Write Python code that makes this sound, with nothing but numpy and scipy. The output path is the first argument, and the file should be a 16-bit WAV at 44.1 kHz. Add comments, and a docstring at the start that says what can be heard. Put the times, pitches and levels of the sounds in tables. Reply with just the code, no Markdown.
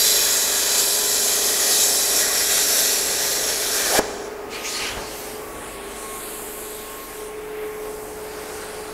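"""A plasma arc roars through steel over a compressor's hum, a fan's whine and the rush of machines in a workshop.
It growls, snaps off and rings out in the hall; hose air hisses until a valve shuts, then cooling air hisses
as the torch is lifted off and carried past. Jets are noise through changing filters; compressor and fan are sines,
the machines shaped noise, the arc break and thuds damped tones. Both channels carry the same signal."""
import sys
import numpy as np
from scipy import signal
from scipy.fft import rfft, irfft
from scipy.io import wavfile
from scipy.ndimage import uniform_filter1d

SR = 44100
rng = np.random.default_rng(int(sys.argv[2]) if len(sys.argv) > 2 else 0)


def generate_wav(sig):
    """Save sig (samples, or channels by samples) to the path in sys.argv[1] as 16-bit PCM at SR."""
    pcm = np.round(np.clip(np.atleast_2d(sig).T, -1, 1) * 32767).astype(np.int16)
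    wavfile.write(sys.argv[1], SR, pcm)


N = 393813
ARC_OFF_S = 4.0


def from_db(db):
    """Amplitude gain of a level in dB."""
    return 10 ** (np.asarray(db) / 20)


def rms_one(x):
    """Scale to rms 1."""
    return x / np.sqrt(np.mean(x ** 2) + 1e-20)


def in_time(rows, t=None):
    """Columns of a time table, interpolated sample by sample or at times t."""
    times_s, *columns = np.transpose(rows)
    at_s = np.arange(N) / SR if t is None else t
    return [np.interp(at_s, times_s, column) for column in columns]


def at_hz(points, hz):
    """Spectrum in dB, interpolated on a log frequency axis."""
    points_hz, points_db = np.array(points)[:, 0], np.array(points)[:, 1]
    return np.interp(np.log(hz + 1), np.log(points_hz), points_db)


def drift(rate_hz):
    """Slow random wander of spread 1: noise through a two-pole lowpass, run at SR / 40."""
    step, settle = 40, 2000
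    pole = np.exp(-2 * np.pi * rate_hz * step / SR)
    noise = rng.standard_normal(N // step + settle + 2)
    slow = signal.lfilter([1], [1, -2 * pole, pole * pole], noise)[settle:]
    slow = rms_one(slow - slow.mean())
    return np.interp(np.arange(N) / step, np.arange(len(slow)), slow)


def resonance(hz, centre_hz, width_hz):
    """Power response of a resonance passed twice."""
    return 1 / (1 + (2 * (hz - centre_hz) / width_hz) ** 2) ** 2


def lifts_db(events, hz, t):
    """Brief swells (or dips, if negative) of single bands."""
    total_db = 0
    for centre_s, length_s, centre_hz, width_hz, db in events:
        swell = np.exp(-(2 * (t - centre_s) / length_s) ** 2)
        total_db = total_db + db * swell * resonance(hz, centre_hz, width_hz)
    return total_db


def coloured(colour_db, patchy_db, streaky_db):
    """White noise of rms 1 through a changing filter colour_db(Hz, s); eddies make broad short patches,
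    slowly shifting echoes from nearby steel make narrow long streaks."""
    window, hop = 1024, 256  # samples
    hz, t, z = signal.stft(rng.standard_normal(N), SR, nperseg=window, noverlap=window - hop)

    def field(bins, frames):
        noise = uniform_filter1d(rng.standard_normal(z.shape), bins, axis=0)
        return rms_one(uniform_filter1d(noise, frames, axis=1))

    chance_db = patchy_db * field(bins=24, frames=16) + streaky_db * field(bins=4, frames=120)
    gain = from_db(colour_db(hz[:, None], t[None]) + chance_db)
    return signal.istft(z * gain, SR, nperseg=window, noverlap=window - hop)[1][:N]


def jet():
    """Turbulent hiss whose resonances change strength as the torch moves along the cut."""
    # cutting jet: (time [s], hiss before makeup [dB], roar below about 3 kHz relative to it [dB])
    cut = [(0.0, -15, -3.5), (0.2, -19, 1.5), (0.55, -20.5, 2.5), (0.77, -19, 3), (0.79, -17, 0.5),
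           (0.9, -20, -2), (1.58, -19.5, 0.5), (1.82, -17, -3), (2.07, -21, -3), (2.2, -18.5, 0),
           (2.28, -22.5, 4.5), (2.74, -18.5, 0), (3.18, -23.5, 0.5), (3.24, -21.5, 1), (3.6, -25.5, -1.5),
           (3.78, -21.5, -2), (3.9, -23.5, 2.5), (3.99, -17.5, 3.5)]
    # jet bands briefly swelling, or sinking where negative:
    # (time [s], length [s], centre [Hz], width [Hz], lift [dB])
    surges = [(.09, 0.078, 4000, 600, -2), (.8, .2, 4700, 700, 3.5), (.72, .25, 7000, 700, -0.5),
              (1.76, 0.11, 3850, 900, 4.5), (1.85, 0.14, 7500, 900, 5), (2.27, 0.098, 1910, 400, 1),
              (2.3, 0.15, 1100, 150, 10), (2.9, .3, 5500, 500, -0.5)]
    # start, middle and end of the cut: time [s]
    cut_stages_s = [0.7, 2.78, 3.6]
    # steel and cavities around the torch: (centre [Hz], width [Hz], start [dB], middle [dB], end [dB])
    rings = [(587, 276, -1.5, 1, 2.5), (1020, 1540, -12.5, -11, -4.5), (1400, 420, -6, -5.5, -7),
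             (1670, 290, -5, -2, 3), (1924, 180, -1.5, 3.5, 2), (2440, 530, -4.5, -2.5, 2.5),
             (3055, 280, -5, -10.5, -4), (3440, 670, -2, -1, -0.5), (3990, 380, 5.5, -1.5, -5),
             (4280, 1370, -16.5, 2.5, 1.5), (4720, 900, 0.5, -3, -25.0), (5606, 920, 2.0, 6, 6),
             (6360, 690, 1, 0.5, -1.5), (6910, 830, 3.5, 2, 2.5), (7610, 1080, 3.5, 3, 0.5),
             (8200, 570, -5, -3, -1.5), (8720, 480, -2, 1, -16), (9030, 490, -8, -10, 1),
             (9500, 650, -9, -2.5, -5), (10240, 610, 1.5, 0, 0.5), (10820, 540, 1.0, 7, 3),
             (11490, 680, 2, 1.5, 0.5), (12600, 770, -3, -15.0, -7), (13200, 870, -3, 1, -3),
             (14100, 850, -15, -10, -4), (14600, 530, -9.5, -15.0, -11.5), (15100, 1200, -13.0, -16, -16)]
    makeup_db, fade_s = 2.5, 0.013

    def colour_db(hz, t):
        power = 0
        for centre_hz, width_hz, *stages_db in rings:
            ring_db = np.interp(t, cut_stages_s, stages_db)
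            power = power + from_db(2 * ring_db) * resonance(hz, centre_hz, width_hz)
        roar_db = in_time(cut, t)[1] / (1 + (hz / 2800) ** 6)
        return 10 * np.log10(power) + lifts_db(surges, hz, t) + roar_db

    burning = np.clip((ARC_OFF_S - np.arange(N) / SR) / fade_s, 0, 1)
    flutter_db = 0.5 * drift(8.6) + 0.47 * drift(37)
    gain = from_db(in_time(cut)[0] + makeup_db + flutter_db) * burning
    return coloured(colour_db, patchy_db=0.85, streaky_db=1.56) * gain


def hall(x):
    """Dense dull reverberation after a short gap: decaying, lowpassed noise as impulse response."""
    t60_s, dull_hz, gap_s = 1.3, 8150, 0.015
    age_s = np.arange(2 * SR) / SR
    tail = rng.standard_normal(len(age_s)) * from_db(-60 * age_s / t60_s) * (age_s > gap_s)
    tail = signal.sosfilt(signal.butter(2, dull_hz, fs=SR, output="sos"), tail)
    return signal.fftconvolve(x, tail / np.sqrt(np.sum(tail ** 2)))[:N]


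def compressor():
    """Overtones of the stroke rate; the standing waves they form change when the worker moves."""
    # 17th and 16th multiples, a hum shifting as the worker moves: (time [s], 17th [dB], 16th [dB])
    hum = [(0, -41, -46), (.12, -34, -41), (.3, -45.5, -42), (.75, -40.5, -40), (2.0, -40.5, -41),
           (3.2, -41, -39.5), (4.4, -40, -40), (4.95, -46, -46), (5.15, -39, -55), (5.4, -36.5, -55),
           (5.6, -50, -54), (5.8, -50, -38.5), (6.05, -43.5, -45), (6.75, -37, -48), (7.08, -44.5, -56),
           (7.2, -34, -46), (7.6, -33, -54), (8.2, -35, -51), (8.93, -35.5, -50)]
    # worker kneels, walks past, stands opposite: time [s]
    worker_stages_s = [4.2, 6.4, 7.68]
    # other overtones: (multiple of stroke rate, kneeling [dB], walking past [dB], opposite [dB])
    overtones = [(1, -64, -54.5, -56), (2, -53.5, -53, -57), (3, -66, -72, -58.5), (4, -68, -63, -66),
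                 (5, -68, -63, -72), (7, -73, -58, -57), (8, -55.5, -71, -72), (9, -57.5, -53, -62),
                 (10, -52, -59, -62), (11, -56.5, -65, -64), (12, -55.5, -54, -50), (13, -54, -52, -62),
                 (14, -59, -55, -61), (15, -48, -56, -51), (18, -47, -55, -58), (19, -58, -60, -56),
                 (35, -51.5, -59, -53), (43, -54.5, -55, -58)]
    stroke_hz, hum_waver_db = 25.122, 1.5

    t = np.arange(N) / SR
    turn = 2 * np.pi * (stroke_hz * t + 0.0039 * drift(0.63))

    def overtone(multiple, level_db, phase):
        return from_db(level_db) * np.sqrt(2) * np.sin(multiple * turn + phase)

    upper_db, lower_db = in_time(hum)
    out = overtone(17, upper_db + hum_waver_db * drift(3.0), 0)
    out += overtone(16, lower_db + hum_waver_db * drift(3.0), rng.uniform(0, 2 * np.pi))
    for multiple, *stages_db in overtones:
        level_db = np.interp(t, worker_stages_s, stages_db) + 1.0 * drift(0.69)
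        out += overtone(multiple, level_db, rng.uniform(0, 2 * np.pi))
    return out


def fan():
    """Thin tone with a faint octave; speeds up during the cut, runs on, then settles to a throbbing idle."""
    # whine: (time [s], frequency [Hz], level before throb [dB])
    whine = [(0, 904, -49), (1.0, 1000, -43), (1.7, 1056, -53), (2.3, 1107, -46), (2.8, 1170, -53),
             (3.3, 1210, -48), (4.2, 1255, -55.5), (4.85, 1243, -42), (5.15, 1211, -56), (5.5, 1130, -44),
             (5.85, 1106, -47), (6.17, 1082, -44.5), (6.27, 1078, -56), (6.9, 1080, -49), (7.8, 1079, -51),
             (8.93, 1077, -60)]
    throb_from_s, throb_period_s, throb_db = 6.15, 0.82, 6
    hz, db = in_time(whine)
    # clipped a quarter period early, where the cosine is zero
    idle_s = np.clip(np.arange(N) / SR - throb_from_s, -throb_period_s / 4, None)
    db = db + throb_db * np.cos(2 * np.pi * idle_s / throb_period_s)
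    turn = 2 * np.pi * np.cumsum(hz + 2.0 * drift(5.3)) / SR
    octave = from_db(-17 + 3 * drift(1.5)) * np.sin(2 * turn)
    return from_db(db + 0.92 * drift(3.7)) * np.sqrt(2) * (np.sin(turn) + octave)


def shop():
    """Broad rush of the machines over a faint hiss and lumpy rumble; thuds lift rush and rumble briefly."""
    # spectrum of the rush: (frequency [Hz], relative density [dB per Hz])
    rush_colour = [(12, -51), (20, -18), (51, -18.5), (135, -21.5), (299, -8), (349, -7), (417, -6),
                   (520, -6), (866, -8), (968, -13.5), (1080, -10), (1160, -13), (1760, -17), (2200, -18),
                   (4000, -36), (5200, -32), (8800, -120)]
    # rush: (time [s], level [dB])
    rush_level = [(0, -45), (1.1, -37), (2.1, -33.5), (2.4, -40), (4.1, -35), (4.5, -37), (5.2, -36.5),
                  (7.1, -40), (8.93, -36)]
    # rumble, swelling by 5.5 s, sinking near 6.8 s, then returning: (time [s], level [dB])
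    rumble_level = [(0, -59), (4.5, -56), (5.5, -51), (6.8, -63), (7.7, -55), (8.93, -53)]
    hiss_db, thud_hz = -48, 47

    white, hz = rfft(rng.standard_normal((2, N))), np.fft.rfftfreq(N, 1 / SR)
    rush = rms_one(irfft(white[0] * from_db(at_hz(rush_colour, hz)), N))
    rumble_gain = (hz > 18) * hz / (hz + 40) / (1 + (hz / 90) ** 2)
    rumble = rms_one(irfft(white[1] * rumble_gain, N))
    hiss = from_db(hiss_db) * rng.standard_normal(N)

    rush *= from_db(in_time(rush_level)[0] + 0.58 * drift(13.0)) + thuds(2)
    rumble *= from_db(in_time(rumble_level)[0] + 1.4 * drift(2.7)) + thuds(1)
    return rush + rumble + thuds(1, thud_hz) + hiss


def arc_break():
    """The arc stretches: noise in a low resonance swells; then short damped pops end it."""
    # growl: (time [s], level before fade-in [dB])
    growl = [(3.8, -40), (3.88, -36), (3.92, -23), (3.945, -23.5), (3.96, -15.5), (3.975, -34),
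             (3.99, -19.5), (4.0, -25)]
    # pops: (time [s], level [dB], frequency [Hz], 60 dB decay time [s])
    snaps = [(3.991, -4, 420, 0.018), (3.995, -1.5, 915, 0.0051), (4.001, -16, 644, 0.02)]
    growl_hz, width_hz, fade_in_s = 650, 300, 0.17
    t = np.arange(N) / SR
    edges_hz = [growl_hz - width_hz / 2, growl_hz + width_hz / 2]
    band = signal.butter(2, edges_hz, "band", fs=SR, output="sos")
    out = rms_one(signal.sosfilt(band, rng.standard_normal(N))) * from_db(in_time(growl)[0])
    out *= np.clip((t - growl[0][0]) / fade_in_s, 0, 1) * (t < ARC_OFF_S)
    for start_s, db, hz, t60_s in snaps:
        age_s = np.clip(t - start_s, 0, 1)
        out -= from_db(db - 60 * age_s / t60_s) * np.sin(2 * np.pi * hz * age_s)
    return out


def thuds(column, hz=0):
    """Arc's blast, worker rising and steps: quick rise, then decay, as a gain or ringing at hz."""
    # thuds: (time [s], low thud [dB], broad rush [dB])
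    events = np.array([(3.98, -43, -25), (4.451, -50, -51), (4.81, -38.5, -39), (4.89, -38, -40),
                       (4.96, -36, -31), (5.55, -44, -49), (7.14, -60, -50), (7.62, -50, -50),
                       (7.84, -44, -39), (7.95, -50, -61), (8.16, -50, -59), (8.52, -48, -60)])
    rise_s, t60_s = 0.013, 0.27
    age_s = (np.arange(N) / SR - events[:, :1]).clip(0)
    envelope = np.clip(age_s / rise_s, 0, 1) * from_db(-60 * age_s / t60_s)
    return from_db(events[:, column]) @ (envelope * np.cos(2 * np.pi * hz * age_s))


def bleed():
    """Air left in the hose still hisses in the kerf, fading, until the valve shuts."""
    # kerf resonances: (centre [Hz], width [Hz], level [dB])
    rings = [(4100, 900, -39), (5650, 600, -29), (6650, 900, -34), (7500, 760, -34), (10700, 900, -38)]
    valve_shut_s, fade_db_per_s = 4.29, -13.0

    def colour_db(hz, t):
        power = sum(from_db(2 * db) * resonance(hz, centre_hz, width_hz) for centre_hz, width_hz, db in rings)
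        return 10 * np.log10(power) + 0 * t

    t = np.arange(N) / SR
    open_valve = (t > ARC_OFF_S - 0.01) * np.clip((valve_shut_s - t) / 0.015, 0, 1)
    fade = from_db(fade_db_per_s * (t - ARC_OFF_S).clip(0, 1))
    return coloured(colour_db, patchy_db=3.0, streaky_db=1.0) * open_valve * fade


def cooling_air():
    """Smooth bright hiss; nozzle aim and the worker's body decide how much treble and rush are heard."""
    # free jet: (time [s], hiss [dB], treble relative to hiss [dB], low rush relative to hiss [dB])
    air = [(4.46, -63, -3, 12), (4.55, -44, -8, 6), (4.65, -47, 3, 1), (4.7, -38, -10, -2.5),
           (4.83, -41, -10, 8), (4.93, -43, -7, 10), (5.06, -43.5, -8, -6), (5.18, -43.5, 5, -1),
           (5.31, -41.5, -7, -13), (5.47, -49, 4, 4), (5.65, -42, -17, 1.5), (5.74, -42.5, -6, 2),
           (5.79, -45.5, -11, 6.5), (6.21, -37, -5, -2), (6.74, -39.5, -3, -3.5), (7.0, -44.5, 4, 3),
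           (7.25, -44, -7, 0.5), (7.34, -52, -10, 11), (7.61, -52, 3, 12.5), (8.0, -45, -4, -8),
           (8.37, -47.5, -2, 6.5), (8.52, -44, -7, 3), (8.9, -45, -9, 1), (8.93, -47, -4, 1)]
    # skirt, rush, middle, hiss (three points), treble, skirt: frequency [Hz]
    bands_hz = [1100, 2300, 4500, 6900, 8300, 10500, 13000, 15600]
    # offset at those points: [dB per Hz]
    band_offsets_db = np.array([8, 6, 4, 5.5, 8.5, 7.5, 9, -3])
    # air sweeping over edges and hollows: (time [s], length [s], centre [Hz], width [Hz], lift [dB])
    gusts = [(4.57, .14, 2400, 900, 8.5), (4.55, .06, 4500, 900, 11), (4.66, .04, 2450, 898, 5),
             (4.67, 0.064, 6530, 1100, 12.5), (4.73, 0.084, 7200, 1000, 13), (4.76, 0.08, 4400, 1000, 7),
             (4.84, 0.13, 2680, 1290, 6), (4.884, 0.04, 5500, 1200, 4), (5.0, 0.11, 1300, 1200, 6),
             (7.7, .35, 2164, 500, 10), (8.65, .5, 1450, 400, 9)]
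    # moving band of the air hiss: (time [s], centre [Hz], width [Hz], cut [dB], negative lifts it)
    moving_band = [(5.2, 3200, 1503, -7), (5.35, 3400, 1500, 3), (5.5, 4400, 2200, 10),
                   (5.8, 6190, 2000, 13), (5.98, 4800, 2000, 4), (6.25, 5800, 2600, 16),
                   (6.6, 5600, 2200, 10), (7.1, 5400, 2004, 3), (7.35, 4300, 3000, 7),
                   (7.55, 5800, 4010, 11), (7.75, 4300, 2000, 10), (7.92, 4300, 1500, 2),
                   (8.1, 3530, 1500, 8), (8.35, 4490, 1500, -4), (8.6, 4500, 1500, -5)]
    # air striking the steel while the torch is lifted away: (time [s], level [dB])
    splash_level = [(4.49, -50), (4.502, -53), (4.508, -40), (4.55, -38), (4.626, -40), (4.654, -32),
                    (4.826, -28.5), (4.896, -31), (4.952, -39), (5.3, -39.5)]
    # spectrum of the splash: (frequency [Hz], relative density [dB per Hz])
    splash_colour = [(530, -34), (900, 5), (1100, -12), (1220, -3), (1460, -16), (1600, -5), (2080, -1),
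                     (2990, -1), (3440, -6), (4010, -2), (7060, -4.5), (15000, -24)]
    middle_follows_rush = 0.25  # share; the rest follows the hiss

    def colour_db(hz, t):
        hiss, treble, rush = in_time(air, t[0])
        flat = 0 * rush
        parts = np.array([rush, rush, middle_follows_rush * rush, flat, flat, flat, treble, treble])
        levels = hiss + parts + band_offsets_db[:, None]
        share = [np.interp(hz[:, 0], bands_hz, one) for one in np.eye(len(levels))]
        free = np.transpose(share) @ levels
        centre_hz, width_hz, cut_db = in_time(moving_band, t)
        free -= cut_db * resonance(hz, centre_hz, width_hz)

        tone = at_hz(splash_colour, hz)
        tone -= 10 * np.log10(np.mean(from_db(2 * tone)))  # mean power 1
        die_away_db = 80 * np.clip(t - splash_level[-1][0], 0, 1)
        splash = in_time(splash_level, t)[0] + tone - die_away_db

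        low_cut_db = 30 * np.clip(1 - hz / bands_hz[0], 0, 1)
        both = 10 * np.log10(from_db(2 * free) + from_db(2 * splash))
        return both - low_cut_db + lifts_db(gusts, hz, t)

    onset = np.clip((np.arange(N) / SR - air[0][0]) / 0.06, 0, 1)
    return coloured(colour_db, patchy_db=1.63, streaky_db=0.44) * onset


def scene():
    """Torch with its hall echo and dry air jets, over the machines; same signal in both channels."""
    hall_db = -15.5
    torch = jet() + arc_break()
    air = bleed() + cooling_air()
    machines = compressor() + fan() + shop()
    mono = torch + from_db(hall_db) * hall(torch) + air + machines
    return np.array([mono, mono])


def record(dry):
    """Steep elliptic lowpass cuts the top."""
    cutoff_hz, ripple_db, stop_db = 15680, 0.3, 80
    return signal.sosfilt(signal.ellip(14, ripple_db, stop_db, cutoff_hz, fs=SR, output="sos"), dry)


dry = scene()
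out = record(dry)
generate_wav(out)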